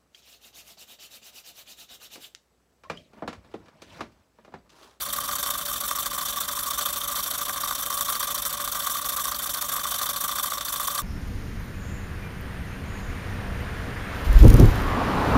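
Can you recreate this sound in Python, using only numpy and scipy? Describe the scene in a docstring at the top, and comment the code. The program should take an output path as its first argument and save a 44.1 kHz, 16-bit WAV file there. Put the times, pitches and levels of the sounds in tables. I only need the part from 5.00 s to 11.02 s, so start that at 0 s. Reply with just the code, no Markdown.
"""A small model steam engine runs at about 13 turns a second on a workbench, close to a mono microphone.
Twice a turn its rocking cylinder uncovers a port: a puff of wet steam hisses out, as sputtering noise
through resonances of nozzle, brass, base plate and chimney. Water drops spit as pushes and sprays of noise
and the rod ticks as short noise bursts. Pushes of the crank thump the bench, the boiler simmers on one note,
and the room adds a short diffuse answer, a low rumble and a faint mains hum."""
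import sys
import numpy as np
from scipy import signal
from scipy.fft import rfft, irfft, next_fast_len
from scipy.io import wavfile
from scipy.ndimage import uniform_filter1d, map_coordinates

SR = 44100
rng = np.random.default_rng(int(sys.argv[2]) if len(sys.argv) > 2 else 0)


def bounce(signal):
    """Save signal as a 16-bit WAV file at the path given by the first command-line argument."""
    frames = np.transpose(np.atleast_2d(signal))
    limited = np.clip(frames, -1, 1)
    pcm = np.round(limited * 32767).astype(np.int16)
    wavfile.write(sys.argv[1], SR, pcm)


N = 265482

# resonances of the port where the jet leaves: f/Hz, width/Hz, relative level/dB
NOZZLE_MODES = [(9400, 470, -2.5), (9900, 430, -4), (10500, 250, -12), (10790, 160, -4), (11365, 260, 2),
                (11900, 350, -4.5), (12300, 270, -7), (12950, 130, 0.5), (13300, 350, -4), (13600, 370, 1),
                (14400, 200, -8), (14750, 300, -7.5), (15000, 350, -4.5), (15730, 280, -1.5)]
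# resonances of the frame: f/Hz, width/Hz, relative level/dB
FRAME_MODES = [(5260, 52, -2), (5300, 60, -10), (5535, 113, 2.5), (6030, 336, -0.5), (6730, 163, -2),
               (7210, 135, -1), (7780, 410, -1.5), (8920, 175, -2)]
# resonances of the valve block: f/Hz, width/Hz, relative level/dB
BLOCK_MODES = [(3153, 85, -2.5), (3462, 141, 5), (3569, 353, 1.5)]
# resonances of the cylinder: f/Hz, width/Hz, relative level/dB
CYLINDER_MODES = [(4097, 240, -2.5), (4340, 240, -2), (4634, 166, -0.5)]
# resonances of the base plate: f/Hz, width/Hz, relative level/dB
PLATE_MODES = [(511, 38, -8), (574.5, 18, 0), (682, 140, -6), (790, 75, -5), (1333, 74, 1), (1470, 66, 1),
               (1582, 90, 0), (1923, 180, -5), (2350, 460, -12)]


def steam():
    """Each puff hisses through the port and blows the brass, the plate and the chimney; a small leak never stops."""
    # drier steam makes a brighter jet: t/s, jet level/dB
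    dryness = [(0, -0.5), (1.5, -1.7), (2.2, -1), (4, -0.5), (6.02, -2.1)]
    jet_db, block_db, chimney_db, cylinder_db = strokes()
    frame_db = 0.74 * jet_db + 0.31 * block_db  # the frame takes after both jet and block
    plate_db = 0.57 * cylinder_db + 0.4 * chimney_db  # the plate carries cylinder and chimney
    bright_db = np.interp(np.arange(N) / SR, *np.transpose(dryness))
    sputter_db = 1.37 * wobble(150)  # shared by all parts

    jet_noise = patches(wet_noise(lumps_db=1.0, rate=300, drops_db=2.1), depth_db=0.5)
    jet = amp(jet_db + bright_db - 1.5 + sputter_db) * jet_noise
    frame_noise = patches(wet_noise(lumps_db=1.2, rate=400, drops_db=1.5), depth_db=2.08)
    frame = amp(frame_db - 2.0 + 0.73 * sputter_db) * frame_noise
    block_noise = wet_noise(lumps_db=-0.66, rate=200, drops_db=2.5)
    block = amp(block_db + 2.0 + 1.3 * sputter_db) * block_noise
    cylinder_noise = wet_noise(lumps_db=2.5, rate=330, drops_db=3.5)
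    cylinder = amp(cylinder_db - 2.46 + 0.79 * sputter_db) * cylinder_noise
    plate_noise = wet_noise(lumps_db=0.3, rate=370, drops_db=1.5)
    plate = amp(plate_db - 2.0 + 1.8 * sputter_db) * plate_noise
    chimney_noise = wet_noise(lumps_db=-0.5, rate=73, drops_db=1.44)
    chimney = amp(chimney_db - 0.5 + 0.41 * sputter_db) * chimney_noise

    leak = amp(-54.5) * rng.standard_normal(N)
    jet_and_frame = blown(jet + leak, NOZZLE_MODES) + ring(frame + 0.8 * leak, FRAME_MODES)
    hiss = above(jet_and_frame, edge_hz=4400, damping=1.207)
    brass = ring(block, BLOCK_MODES) + ring(cylinder, CYLINDER_MODES)
    return hiss + brass + ring(plate, PLATE_MODES) + flue(chimney)


def strokes():
    """Each puff swells and dies over its stroke; gives jet, valve block, chimney and cylinder in dB per sample."""
    # course of a puff around its usual level: share of the stroke,
    # jet level/dB, valve block level/dB, chimney level/dB, cylinder level/dB
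    short_stroke = [(0, -8, -19, -5, -17), (.07, -2, -0.5, 1.5, -2.5), (.18, 1, 0.5, 1, -4),
                    (.29, 0, 0.5, 0, 4.5), (.45, -0.5, 0, 1.5, -2), (.58, -4, -3.5, 3, -9.5),
                    (.7, -2.5, -10.5, 4, -28), (.79, -21, -1.5, -27, -29), (.9, -5.5, -9.5, -8.5, -17),
                    (1, -5.5, -12, -10, 5)]
    long_stroke = [(0, -6.5, 5, 9, 8), (.06, 1, 1, -4, 7), (.2, 0, -1, -0.5, -2), (.35, 0.5, 0, 2, -6),
                   (.55, -0.5, -2.5, -1, -0.5), (.7, -4, -7, -2.5, -30), (.85, -8.5, -13.5, -19, -15),
                   (.95, -31, -12.5, -27.5, -46), (1, -2, 12, 11, -30)]
    # share of a puff's extra strength and fade felt in brass and chimney
    brass_follows, chimney_follows = 0.42, 0.77

    opens, usual, extra_db, fade_db, block_db, chimney_db = puffs()
    position = np.interp(np.arange(N) / SR, opens, np.arange(len(opens)))
    puff = position.astype(int)
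    share = position - puff

    def course(rows):
        shares, *levels = np.transpose(rows)
        return np.array([np.interp(share, shares, level) for level in levels])

    shape = np.where(puff % 2, course(long_stroke), course(short_stroke))
    late = np.clip(1.4 * (share - .2), -.5, 1)  # pressure falls faster in some strokes
    flow_db = extra_db[puff] + fade_db[puff] * late
    jet = usual[0, puff] + usual[1, puff] * late + flow_db
    brass = (usual[2] + block_db)[puff] + brass_follows * flow_db
    chimney = (usual[3] + chimney_db)[puff] + chimney_follows * flow_db
    levels_db = shape + np.array([jet, brass, chimney, brass])
    return uniform_filter1d(levels_db, size=40, axis=1)


def puffs():
    """No two puffs are alike: per puff, opening time and jet, fade, valve block and chimney in dB."""
    # usual short and long puff: jet level/dB, fade of the jet/dB, valve block level/dB, chimney level/dB,
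    # scatter of the opening/s
    usual_puffs = [(-28, -5, -39.5, -41.5, .0007), (-30.5, 0.5, -40.5, -40, 0.0015)]
    # scatter from puff to puff: jet/dB, fade/dB, valve block/dB, chimney/dB
    spread_db = (0.98, 2.9, 0.88, 1.3)
    # puffs that stand out: port opens t/s, strength over the usual/dB, fade over the usual/dB
    odd_puffs = [(0.126, 4, -8), (0.202, -1, -9), (0.353, 2, -9), (0.427, 2.5, 0), (0.501, 4, -10),
                 (0.61, -2.5, -3), (0.802, 3, -4), (0.951, -1.5, 3), (1.024, -5, 5), (1.058, 1.5, -13),
                 (1.101, -4, 2), (1.282, 0.5, 5.5), (1.326, -4.5, 0), (1.402, 3, -3), (1.435, -2.5, -6),
                 (1.626, -1, -3), (1.703, 2, -10), (1.853, 3, -2), (1.884, -3, 1), (1.927, 3, -5),
                 (2.002, -4, 5), (2.034, -0.8, -8), (2.15, -0.5, 11), (2.778, -2, 7), (3.009, 3, -6),
                 (3.081, -1, 10), (3.27, -1, -2), (3.303, -1, -1), (3.344, 3, -7), (3.451, 2, 2.5),
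                 (3.526, 0.2, -7), (3.57, -4.5, -4), (3.789, 0.5, 3), (3.896, 3, 4), (3.937, -2, 9),
                 (4.012, -2, -3), (4.044, -2.5, 8), (4.162, 3, -5), (4.236, -1.7, 5), (4.312, -0.2, -9),
                 (4.419, -0.5, 6), (4.61, 2.2, 0), (5.089, 3, -10), (5.238, 2.3, -12), (5.426, 3, 3),
                 (5.573, -6, -8), (5.608, -3.5, -13), (5.648, 1.5, 0), (5.794, -0.8, 7), (5.828, -1.5, 4)]
    # boiler pressure, added to every puff: t/s, level/dB
    pressure = [(0, -1.5), (1, 0.5), (2, 0.5), (2.6, 0), (3.4, .5), (3.7, -0.5), (5, 0.86), (5.6, 1),
                (6.02, 1.5)]

    even = port_times()
    usual = np.array(usual_puffs)[np.arange(len(even)) % 2].T
    chance = rng.standard_normal((len(even), 5)).T
    opens = even + usual[4] * chance[4]
    extra_db, fade_db, block_db, chimney_db = np.array(spread_db)[:, None] * chance[:4]
    s, odd_db, odd_fade_db = np.transpose(odd_puffs)
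    odd = np.abs(even[:, None] - s).argmin(axis=0)  # the nearest puff
    opens[odd], extra_db[odd], fade_db[odd] = s, odd_db, odd_fade_db
    extra_db = extra_db + np.interp(opens, *np.transpose(pressure))
    return opens, usual[:4], extra_db, fade_db, block_db, chimney_db


def port_times():
    """When the evenly turning crank uncovers a port: short and long puff in turn."""
    # flywheel: t/s, speed/turns per second
    speed = [(0, 13.372), (1.5, 13.301), (3.01, 13.454), (4.51, 13.425), (6.02, 13.537)]
    start_turn = 0.308  # share of the turn done at 0 s
    long_opens = 0.438  # share of the turn where the long puff starts
    t = np.arange(-SR // 10, N + SR // 10) / SR  # a margin of 0.1 s at both ends
    turns = np.cumsum(np.interp(t, *np.transpose(speed))) / SR
    turns = turns - np.interp(0, t, turns) + start_turn
    marks = (np.arange(int(turns[-1]) + 1)[:, None] + [0, long_opens]).ravel()
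    return np.interp(marks[marks < turns[-1]], turns, t)


def flue(x):
    """The chimney rings in a few resonances and radiates little below its edge."""
    # resonances of the chimney: f/Hz, width/Hz, relative level/dB
    chimney_modes = [(989, 73, -5.5), (1139, 99, 9), (1255, 93, -0.5)]
    return above(ring(x, chimney_modes), edge_hz=857, damping=0.9)


def spits():
    """A drop bursts: one push rings chimney and plate, and a short spray cracks at the port."""
    # big water drops: t/s, push level before the ringing/dB, crack level relative to the push/dB
    big_drops = [(0.186, -13, -3), (0.29, -14, -17), (0.332, -15, -8), (0.429, -16.5, 1),
                 (0.462, -14.5, -2), (0.49, -13, -9), (0.552, -16.5, -15), (0.911, -9.5, -7),
                 (0.986, -14, -12), (1.065, -14, -4), (1.179, -16, -18), (1.494, -17, -17),
                 (1.709, -21.5, 6.5), (1.789, -16, -19), (1.859, -17, -1), (2.415, -16, -2.5),
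                 (2.637, -13, -15), (2.675, -16, -8), (2.709, -15.5, -7), (2.862, -21, 8),
                 (2.903, -15.5, -6.5), (3.009, -15.5, 3.5), (3.087, -15, -12), (3.124, -16, -6),
                 (3.231, -15, -15), (3.539, -18, 0), (3.676, -15, 0), (3.753, -15.5, -4), (3.87, -9, -5.5),
                 (4.199, -21, -4), (4.254, -16.5, 2), (4.318, -13.5, -19), (4.624, -14, -1),
                 (4.765, -14, -4), (4.853, -14, -18), (4.92, -15.5, -12), (5.013, -14.5, -11),
                 (5.066, -16, 0.5), (5.246, -17, -11), (5.291, -13, -14), (5.323, -16, -11),
                 (5.397, -14, -0.5), (5.518, -14.5, -11), (5.581, -17, -1), (5.798, -13, -5),
                 (5.881, -11, -13), (5.989, -11.5, -18)]
    s, db, crack_db = np.vstack([big_drops, small_drops()]).T
    push = blows(s, amp(db))
    decay = amp(-60 * np.arange(800) / SR / 0.0043)  # 60 dB down in 4.3 ms
    spray = signal.fftconvolve(blows(s, amp(db + crack_db)), decay)[:N] * rng.standard_normal(N)
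    knock = amp(7) * flue(push) + amp(1) * ring(push, PLATE_MODES)
    crack = ring(spray, NOZZLE_MODES) + 0.83 * ring(spray, FRAME_MODES) + 0.87 * ring(spray, BLOCK_MODES)
    return knock + amp(-4.0) * crack


def small_drops():
    """Most port openings send off a small drop, which spits after a random delay; rows are laid out like the
    big drops."""
    # small drops: chance of a drop per port opening,
    # two bounds of the random time offset from a port opening, before or after/s,
    # push level before the ringing/dB, crack level relative to the push/dB, scatter of both/dB
    drop_settings = (0.75, 0.74, -0.07, -23, -10, 4)
    share, bound_a, bound_b, db, crack_db, scatter_db = drop_settings
    opens = port_times()
    pick = rng.random(len(opens))
    chance = rng.standard_normal((len(opens), 2))
    s = opens + bound_a + (bound_b - bound_a) * pick / share
    rows = np.column_stack([s, [db, crack_db] + scatter_db * chance])
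    return rows[(pick < share) & (opens > 0) & (s < N / SR)]


def ticks():
    """Late in each short stroke the piston rod crosses its play and ticks on the brass, now and then harder."""
    # harder contacts of the rod: t/s, burst level before the ringing/dB
    hard_ticks = [(0.976, -27), (1.051, -29), (1.1974, -26), (2.4942, -14), (2.579, -23), (2.6745, -24),
                  (3.452, -15.5), (3.551, -23), (5.5194, -31)]
    opens = port_times()
    long_opens = opens[1:-1:2]
    short_opens = opens[:2 * len(long_opens):2]
    chance = rng.standard_normal((len(long_opens), 2))
    at = short_opens + (.79 + 0.028 * chance[:, 0]) * (long_opens - short_opens)
    usual = blows(at, amp(-29 + 2 * chance[:, 1]) * (at < N / SR))
    s, db = np.transpose(hard_ticks)
    contacts = usual + blows(s, amp(db))
    decay = amp(-60 * np.arange(600) / SR / 0.0031)  # 60 dB down in 3.1 ms
    tick = signal.fftconvolve(contacts, decay)[:N] * rng.standard_normal(N)
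    brass = ring(tick, FRAME_MODES) + 0.36 * ring(tick, CYLINDER_MODES)
    return brass + 0.27 * ring(tick, NOZZLE_MODES) + 0.67 * ring(tick, PLATE_MODES)


def crank():
    """The flywheel keeps the turns even; each turn knocks the bench at nearly the same angles."""
    # resonances of the bench: f/Hz, width/Hz, relative level/dB
    bench_modes = [(52.4, 6.5, 4.5), (65.4, 7.7, -2), (148.5, 6, 0), (192, 11, -7), (213.4, 6.7, -1.5),
                   (280.3, 7.3, -1.5), (373.4, 3.8, -17), (578.3, 24, 0)]
    # crank slack taken up: share of the turn after the long puff, relative level/dB
    thumps = [(0.151, -8), (0.561, 4.5), (.95, 9)]
    even = port_times()[1::2]
    period = np.gradient(even)
    push = 0
    for share, db in thumps:
        chance = rng.standard_normal((len(even), 2))
        at = even + share * period + .0001 * chance[:, 0]
        push = push + blows(at, amp(db + 0.27 * chance[:, 1]) * (at < N / SR))
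    return amp(-50.5) * unit(ring(push, bench_modes))


def simmer():
    """The simmering boiler keeps one note of the plate humming: noise through one narrow resonance."""
    note_hz, width_hz = 578.7, 13
    return amp(-54.5) * unit(ring(rng.standard_normal(N), [(note_hz, width_hz, 0)]))


def walls(x):
    """A short diffuse answer of bench clutter and walls: decaying noise as impulse response."""
    t = np.arange(SR // 4) / SR
    tail = rng.standard_normal(len(t)) * amp(-60 * t / 0.13) * (t > .003)  # 60 dB down in 0.13 s
    return signal.fftconvolve(x, tail / np.linalg.norm(tail))[:N]


def room():
    """Low rumble of the room, as shaped noise, and mains hum, as a sine."""
    # spectrum of the rumble: f/Hz, relative level per Hz/dB
    rumble_spectrum = [(20, -44), (27, -22), (33, -16), (45, -1), (70, -12), (120, -14), (250, -16),
                       (400, -18), (580, -23.5), (900, -15), (2500, -21), (16000, -27.5)]
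    hz, db = np.transpose(rumble_spectrum)

    def response(f):
        return amp(np.interp(np.log(f + 1), np.log(hz), db, left=-120))

    rumble = filtered(rng.standard_normal(N), response)
    hum = amp(-60) * np.sin(2 * np.pi * 100.2 * np.arange(N) / SR)
    return amp(-47) * unit(rumble) + hum


def wet_noise(lumps_db, rate, drops_db):
    """Steam noise of rms 1: the flow sputters, and droplets put spikes into it."""
    spikes = amp(drops_db * rng.exponential(size=N))
    return unit(rng.standard_normal(N) * spikes * amp(lumps_db * wobble(rate)))


def patches(x, depth_db):
    """The jet's colour shifts: random gain in patches of several hundred Hz and some 20 ms."""
    z = signal.stft(x, nperseg=256)[2]
    field = uniform_filter1d(rng.standard_normal(z.shape), size=5, axis=0)
    field = uniform_filter1d(field, size=6, axis=1)
    return signal.istft(z * amp(depth_db * unit(field)), nperseg=256)[1][:N]


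def blows(seconds, sizes):
    """Single-sample pushes."""
    at = np.clip(np.round(np.asarray(seconds) * SR).astype(int), 0, N - 1)
    return np.bincount(at, sizes, N)


def ring(x, modes):
    """x through a set of resonances of alternating sign, whose mean power gain is 1."""
    def response(f):
        h = 0
        for k, (c, w, db) in enumerate(modes):
            h = h + (-1) ** k * amp(db) * 1j * f * w / (c * c - f * f + 1j * f * w)
        return unit(np.abs(h)) * np.exp(1j * np.angle(h))
    return filtered(x, response)


def blown(x, modes):
    """Noise through overlapping resonances that ring independently: their powers add."""
    def response(f):
        power = 0
        for c, w, db in modes:
            detuning = (c * c - f * f) / (f * w + 1)
            power = power + amp(2 * db) / (1 + detuning ** 2) ** 1.5
        return unit(np.sqrt(power))
    return filtered(x, response)


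def above(x, edge_hz, damping):
    """A small radiator gives little sound below its edge: fourth-order high-pass."""
    def response(f):
        second_order = f * f / (f * f - 1j * f * damping * edge_hz - edge_hz ** 2)
        return second_order ** 2
    return filtered(x, response)


def filtered(x, response):
    """x times a complex response of frequency."""
    m = next_fast_len(N + SR // 2)  # padding leaves room for the ringing
    return irfft(rfft(x, m) * response(np.fft.rfftfreq(m, 1 / SR)), m)[:N]


def wobble(rate):
    """A smooth random curve, rate knots a second."""
    return map_coordinates(rng.standard_normal(int(N * rate / SR) + 4), [np.arange(N) * rate / SR])


def amp(db):
    """Level in dB to linear gain."""
    return 10 ** (np.asarray(db) / 20)


def unit(x):
    """x scaled to rms 1."""
    return x / np.sqrt(np.mean(x ** 2) + 1e-20)


def scene():
    """The engine and its answer from the walls, over crank, boiler and room."""
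    engine = steam() + spits() + ticks()
    return (engine + amp(-15) * walls(engine) + crank() + simmer() + room())[None]


def record(dry):
    """A very steep low-pass leaves almost nothing above the band limit."""
    top_hz = 15770
    return filtered(dry[0], lambda hz: 1 / (1 + (hz / top_hz) ** 400))[None]


dry = scene()
out = record(dry)
bounce(out)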